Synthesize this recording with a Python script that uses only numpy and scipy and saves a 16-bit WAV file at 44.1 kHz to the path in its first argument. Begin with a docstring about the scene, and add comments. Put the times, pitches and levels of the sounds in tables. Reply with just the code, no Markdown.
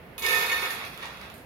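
"""One peanut lands in a steel bowl, then a stream follows, tipped from a plastic cup.
Each contact is a dull knock or a crisp tick of skin, and both set the bare metal ringing.
The growing heap muffles the bowl until it is mostly nut clicking on nut; the last ones are shaken out
and settle. The bowl stands on the floor of a small room, with a short reverb and a low rumble."""
import sys
import numpy as np
from scipy import signal
from scipy.io import wavfile
from scipy.ndimage import uniform_filter1d

SR = 44100
rng = np.random.default_rng(int(sys.argv[2]) if len(sys.argv) > 2 else 0)


def file_out(sig):
    """Save sig as 16-bit WAV at sys.argv[1]."""
    # one column per channel
    cols = np.atleast_2d(sig).T
    # limit, then scale
    lim = np.clip(cols, -1, 1)
    pcm = np.round(lim * 32767).astype(np.int16)
    wavfile.write(sys.argv[1], SR, pcm)


N = 63945
TIME = np.arange(N) / SR

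# The colour of the room's rumble. Each row: frequency in Hz, relative density in dB.
RUMBLE_SPECTRUM = [(25, -19), (40, -20), (60, 0), (90, -5.5), (180, -4), (300, -9.5), (550, -7),
                   (1000, -15.5), (2200, -16), (4000, -30.5), (7500, -47), (11000, -32.5), (15500, -37)]
# How narrow diffuse sound sits. Each row: frequency in Hz, left-right likeness (1 is mono).
STEREO_LIKENESS = [(60, 0.84), (170, 0.99), (350, 0.89), (700, 0.49), (1500, 0.033), (8000, 0.025)]
# The length of the reverb. Each row: frequency in Hz, time to fall 60 dB in seconds.
REVERB_DECAY = [(200, 0.24), (1500, 0.58), (5000, 0.51), (13000, 0.37)]
# The bowl's main tone swells as nuts hit bare steel. Each row: time in seconds, relative level in dB.
TONE_SWELLS = [(0.215, -60), (0.245, -41), (0.275, -32), (0.308, -38), (0.335, -28.5), (0.385, -31),
               (0.408, -38), (0.432, -35.5), (0.47, -50), (0.505, -42.5), (0.53, -30), (0.565, -35),
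               (0.608, -43.5), (0.65, -38), (0.68, -51), (0.71, -37), (0.76, -53), (0.92, -57)]
# The bowl's other modes. Each row: pitch in Hz, relative level in dB, time to fall 60 dB in seconds.
BOWL_MODES = [(394.3, -10, 0.085), (454, -10, 0.25), (508.4, -10, 0.21), (712, -15.5, 0.64),
              (910, -13.5, 0.15), (944.5, -9.5, 0.077), (1045, -14, 0.16), (1263.6, -7, 0.45),
              (1585, -25, 0.55), (1753, -7.5, 0.16), (2211, -1.5, 0.096), (2230, -3.5, 0.11),
              (2521, -0.5, 0.18), (2882, -7.5, 0.085), (3377, -8.5, 0.093), (3603, -9.5, .25),
              (3675, -7.5, 0.077), (3716, -9, 0.13), (4330, -17, 0.33), (4360, -11.5, 0.48),
              (5023, -12, 0.12), (6030, -19.5, 0.15), (6670, -13.5, 0.075), (7260, -21, 0.26),
              (10200, -17.5, 0.048), (11300, -22, .06)]
# Gaps in the clatter, between the bowl's resonances. Each row: centre in Hz, width in Hz.
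CLATTER_HOLLOWS = [(600, 100), (1470, 23), (3040, 390), (5780, 73)]
# The body of a knock. Each row: frequency in Hz, relative density in dB.
KNOCK_SPECTRUM = [(150, -33), (280, -27), (420, -18), (620, 0.5), (950, 2.5), (1450, 1.5), (2400, 0),
                  (2750, 2), (3050, 2), (3600, -4.5), (5000, -11), (7000, -28), (10000, -18.5),
                  (15000, -27)]
# The crisp edge of a skin's tick. Each row: frequency in Hz, relative density in dB.
TICK_SPECTRUM = [(1500, -26), (4000, 1), (6800, -4.5), (8200, -7), (9800, -1), (11500, 2), (13500, 2),
                 (15500, -30)]
# The hard click of a single nut. Each row: frequency in Hz, relative density in dB.
CLICK_SPECTRUM = [(2000, -9), (3400, 5.5), (4400, -6), (6200, -5), (8000, -15.5), (12000, -14)]
# The force of the stream on bowl and heap. Each row: time in seconds, relative level in dB.
POUR_FORCE = [(0.18, -51), (0.218, -41), (0.236, -29.5), (0.275, -28), (0.305, -27.5), (0.34, -28.5),
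              (0.385, -30), (0.435, -27), (0.47, -34.5), (0.50, -28.5), (0.53, -29), (0.565, -32.5),
              (0.605, -32.5), (0.645, -26.5), (0.68, -35.5), (0.71, -34.5), (0.75, -34.5), (0.84, -33.5),
              (0.90, -60.5), (0.935, -35)]
# The cup is shaken empty and the heap settles. Each row: time in seconds, relative level in dB.
SETTLE_FORCE = [(0.93, -52), (1.015, -36), (1.032, -26), (1.06, -66), (1.09, -43), (1.18, -43), (1.25, -38),
                (1.32, -73), (1.37, -80)]
# The rise and fall of the ticking skins. Each row: time in seconds, relative level in dB.
TICK_FORCE = [(0.18, -45.5), (0.22, -33.5), (0.275, -34.5), (0.34, -33), (0.42, -36), (0.48, -39.5),
              (0.53, -36.5), (0.62, -42), (0.69, -44), (0.72, -50), (0.79, -60), (0.87, -59.5), (0.94, -54),
              (1.04, -80), (1.13, -59), (1.3, -82), (1.4, -56)]
# Single nuts that stand out. Each row: start in seconds, then relative knock, tick and click in dB.
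SINGLE_NUTS = [(0.1803, -12.5, -11, -19), (0.2242, -12, -16, -11), (0.2633, -7, -3, -22),
               (0.329, -6, -10.5, -9), (0.412, -9, -9, -14), (0.5216, -12, -15, -18), (0.628, -5, -22, -20),
               (0.7059, -5.5, -5.5, -20), (0.8507, -30, -16, -32), (0.976, -14, -24, -18),
               (1.0278, -9.5, -31, -23.5), (1.0563, -14, -27, -19), (1.173, -19, -28, -28.5),
               (1.2144, -19, -23.5, -24.5), (1.3002, -17.5, -22, -23), (1.3411, -25, -21, -30.5)]

BAND_EDGES_HZ = 22 * 2 ** (np.arange(30) / 3)
RUMBLE_DB, BOWL_DB, TONE_DB, KNOCK_DB, TICK_DB = -47, -5, 4.5, -5, -0.5   # layer faders
CLATTER_WET_DB, CLICK_WET_DB, REVERB_BUILD_S = 6, -2, 0.00067   # hard clicks arrive more directly
LEFT_LAG_S, PAN_RIGHT_DB = 0.00018, 1.46
TONE_HZ, TONE_T60_S = 1810, 0.48
COVER_START_S, COVER_DB_PER_S, COVERED_DB = 0.55, 42, -14.5   # the heap muffles the bowl
TICKS_RING_ABOVE_HZ = 4560   # above this a tick rings the bowl more than an equal knock does
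KNOCKS_PER_S, KNOCK_SPREAD_DB = 450, 1.5
TICKS_PER_S, TICK_SPREAD_DB = 170, 4.5
MODE_SPREAD_DB, COLOUR_SPREAD_DB = 1.5, 2.5   # hit-to-hit variation in each mode and each band
LOWEST_HZ = 307   # bowl and nuts sound very little below this
MIC_DIP_HZ, MIC_DIP_WIDTH_HZ, CUTOFF_HZ = 8210, 520, 15900


def from_db(db):
    """Decibels to gain."""
    return 10 ** (np.asarray(db) / 20)


def rms_one(x):
    """Scale to an rms of 1."""
    return x / np.sqrt(np.mean(x ** 2) + 1e-20)


def steady(x, power):
    """Ride the gain so that the short-term power stays near 1."""
    return x / np.sqrt(np.abs(uniform_filter1d(power, size=1500)) + 1e-6)


def envelope(rows):
    """A fader move through (seconds, dB) rows; silent outside them."""
    return from_db(np.interp(TIME, *np.transpose(rows), left=-np.inf, right=-np.inf))


def at_hz(rows, hz):
    """Read a table on a log-frequency axis."""
    frequencies, values = np.transpose(rows)
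    return np.interp(np.log(hz), np.log(frequencies), values)


def bands():
    """Third-octave filters as (centre Hz, share of white noise power, filter)."""
    return [(np.sqrt(lo * hi), 2 * (hi - lo) / SR, signal.butter(2, [lo, hi], "band", fs=SR, output="sos"))
            for lo, hi in zip(BAND_EDGES_HZ, BAND_EDGES_HZ[1:])]


def notch(x, hz, width_hz):
    """Carve out a narrow dip."""
    return signal.lfilter(*signal.iirnotch(hz, hz / width_hz, fs=SR), x)


def stereo(mid, side, hz):
    """Spread a diffuse sound: narrow in the bass, wide in the treble."""
    alike = at_hz(STEREO_LIKENESS, hz)
    return np.sqrt((1 + alike) / 2) * mid + np.sqrt((1 - alike) / 2) * side * [[1], [-1]]


def noise_band(hz, sos):
    """One band of diffuse stereo noise."""
    mid, side = signal.sosfilt(sos, rng.standard_normal((2, N + SR // 2)))[:, -N:]
    return stereo(mid, side, hz)


def rumble():
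    """The room's steady bed of low noise."""
    bed = sum(from_db(at_hz(RUMBLE_SPECTRUM, hz)) * noise_band(hz, sos) for hz, _, sos in bands())
    return from_db(RUMBLE_DB) * rms_one(bed)


def room(x, wet_db):
    """Direct sound reaches the right side first; the diffuse tail hangs longest in the mids."""
    tail = sum(noise_band(hz, sos) * np.exp(-np.log(1000) * TIME / at_hz(REVERB_DECAY, hz))
               for hz, _, sos in bands())
    tail = rms_one(tail * (1 - np.exp(-TIME / REVERB_BUILD_S))) / np.sqrt(N)
    reverb = signal.fftconvolve(x[None], tail, axes=1)[:, :N]
    direct = np.array([np.interp(TIME - LEFT_LAG_S, TIME, x, left=0), x])
    wet = from_db(wet_db)
    return (direct + wet * reverb) / np.hypot(1, wet)


def strengths(spread_db):
    """A random gain for every sample."""
    return from_db(spread_db * np.clip(rng.standard_normal(N), -2, 2))


def contacts(per_s, spread_db):
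    """A shower of uneven impulses at a steady mean power."""
    landings = rng.random(N) < per_s / SR
    hits = landings * strengths(spread_db) * rng.choice([-1, 1], N)
    return steady(hits, hits ** 2)


def varied(hits, spread_db):
    """Give every hit a new strength and polarity, at the same mean power."""
    return hits * rms_one(strengths(spread_db)) * rng.choice([-1, 1], N)


def steel_mode(hits, hz, t60):
    """One decaying resonance in stereo, struck with a new strength by every hit; rms near 1."""
    decay = np.exp(-np.log(1000) / (t60 * SR))
    angle = 2 * np.pi * hz / SR
    strikes = np.array([varied(hits, MODE_SPREAD_DB), varied(hits, MODE_SPREAD_DB)])
    mid, side = signal.lfilter([1, 0, -1], [1, -2 * decay * np.cos(angle), decay ** 2], strikes + 1e-18)
    return stereo(rms_one(mid), rms_one(side), hz)


def bowl_tone():
    """The bowl's main mode sings in swells, kept ringing by its own shower of contacts."""
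    tone = steel_mode(contacts(KNOCKS_PER_S, KNOCK_SPREAD_DB), TONE_HZ, TONE_T60_S)
    return from_db(TONE_DB) * envelope(TONE_SWELLS) * steady(tone, np.mean(tone ** 2, axis=0))


def bowl_ring(knocks, ticks):
    """Knocks and ticks ring the steel, less and less as the heap covers it."""
    bare = from_db(np.clip(-COVER_DB_PER_S * (TIME - COVER_START_S), COVERED_DB, 0))
    ringing = 0
    for hz, db, t60 in BOWL_MODES:
        hits = bare * (knocks + ticks * (hz / TICKS_RING_ABOVE_HZ) ** 2)
        ringing += from_db(db) * steel_mode(hits, hz, t60)
    return from_db(BOWL_DB) * np.std(knocks * bare) * ringing


def clatter(hits, spectrum):
    """Each contact rings briefly in every band, with a colour of its own."""
    coloured = sum(from_db(at_hz(spectrum, hz)) * signal.sosfilt(sos, varied(hits, COLOUR_SPREAD_DB) + 1e-18)
                   for hz, _, sos in bands())
    power = sum(share * from_db(at_hz(spectrum, hz)) ** 2 for hz, share, _ in bands())
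    return coloured / np.sqrt(power)


def peanuts():
    """Falling nuts knock, tick and ring the bowl; single nuts cut through with a hard click."""
    knocks = contacts(KNOCKS_PER_S, KNOCK_SPREAD_DB) * (envelope(POUR_FORCE) + envelope(SETTLE_FORCE))
    ticks = contacts(TICKS_PER_S, TICK_SPREAD_DB) * envelope(TICK_FORCE)
    clicks = np.zeros(N)
    for start_s, knock_db, tick_db, click_db in SINGLE_NUTS:
        at = int(start_s * SR)
        knocks[at] += from_db(knock_db)
        ticks[at] += from_db(tick_db)
        clicks[at] += from_db(click_db)
    rattle = from_db(KNOCK_DB) * clatter(knocks, KNOCK_SPECTRUM)
    rattle += from_db(TICK_DB) * clatter(ticks, TICK_SPECTRUM)
    for hz, width_hz in CLATTER_HOLLOWS:
        rattle = notch(rattle, hz, width_hz)
    rattle = room(rattle, CLATTER_WET_DB)
    steel = bowl_ring(knocks, ticks) + bowl_tone()
    accents = room(clatter(clicks, CLICK_SPECTRUM), CLICK_WET_DB)
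    low_cut = signal.butter(2, LOWEST_HZ, "high", fs=SR, output="sos")
    return signal.sosfilt(low_cut, rattle + steel + accents)


def scene():
    """The pour over the room's rumble, all leaning a little to the right."""
    return (peanuts() + rumble()) * from_db([[-PAN_RIGHT_DB], [PAN_RIGHT_DB]])


def record(dry):
    """The microphone has a dip in the treble, and the very top is cut steeply."""
    high_cut = signal.ellip(12, 0.2, 80, CUTOFF_HZ, fs=SR, output="sos")
    return signal.sosfilt(high_cut, notch(dry, MIC_DIP_HZ, MIC_DIP_WIDTH_HZ))


dry = scene()
out = record(dry)
file_out(out)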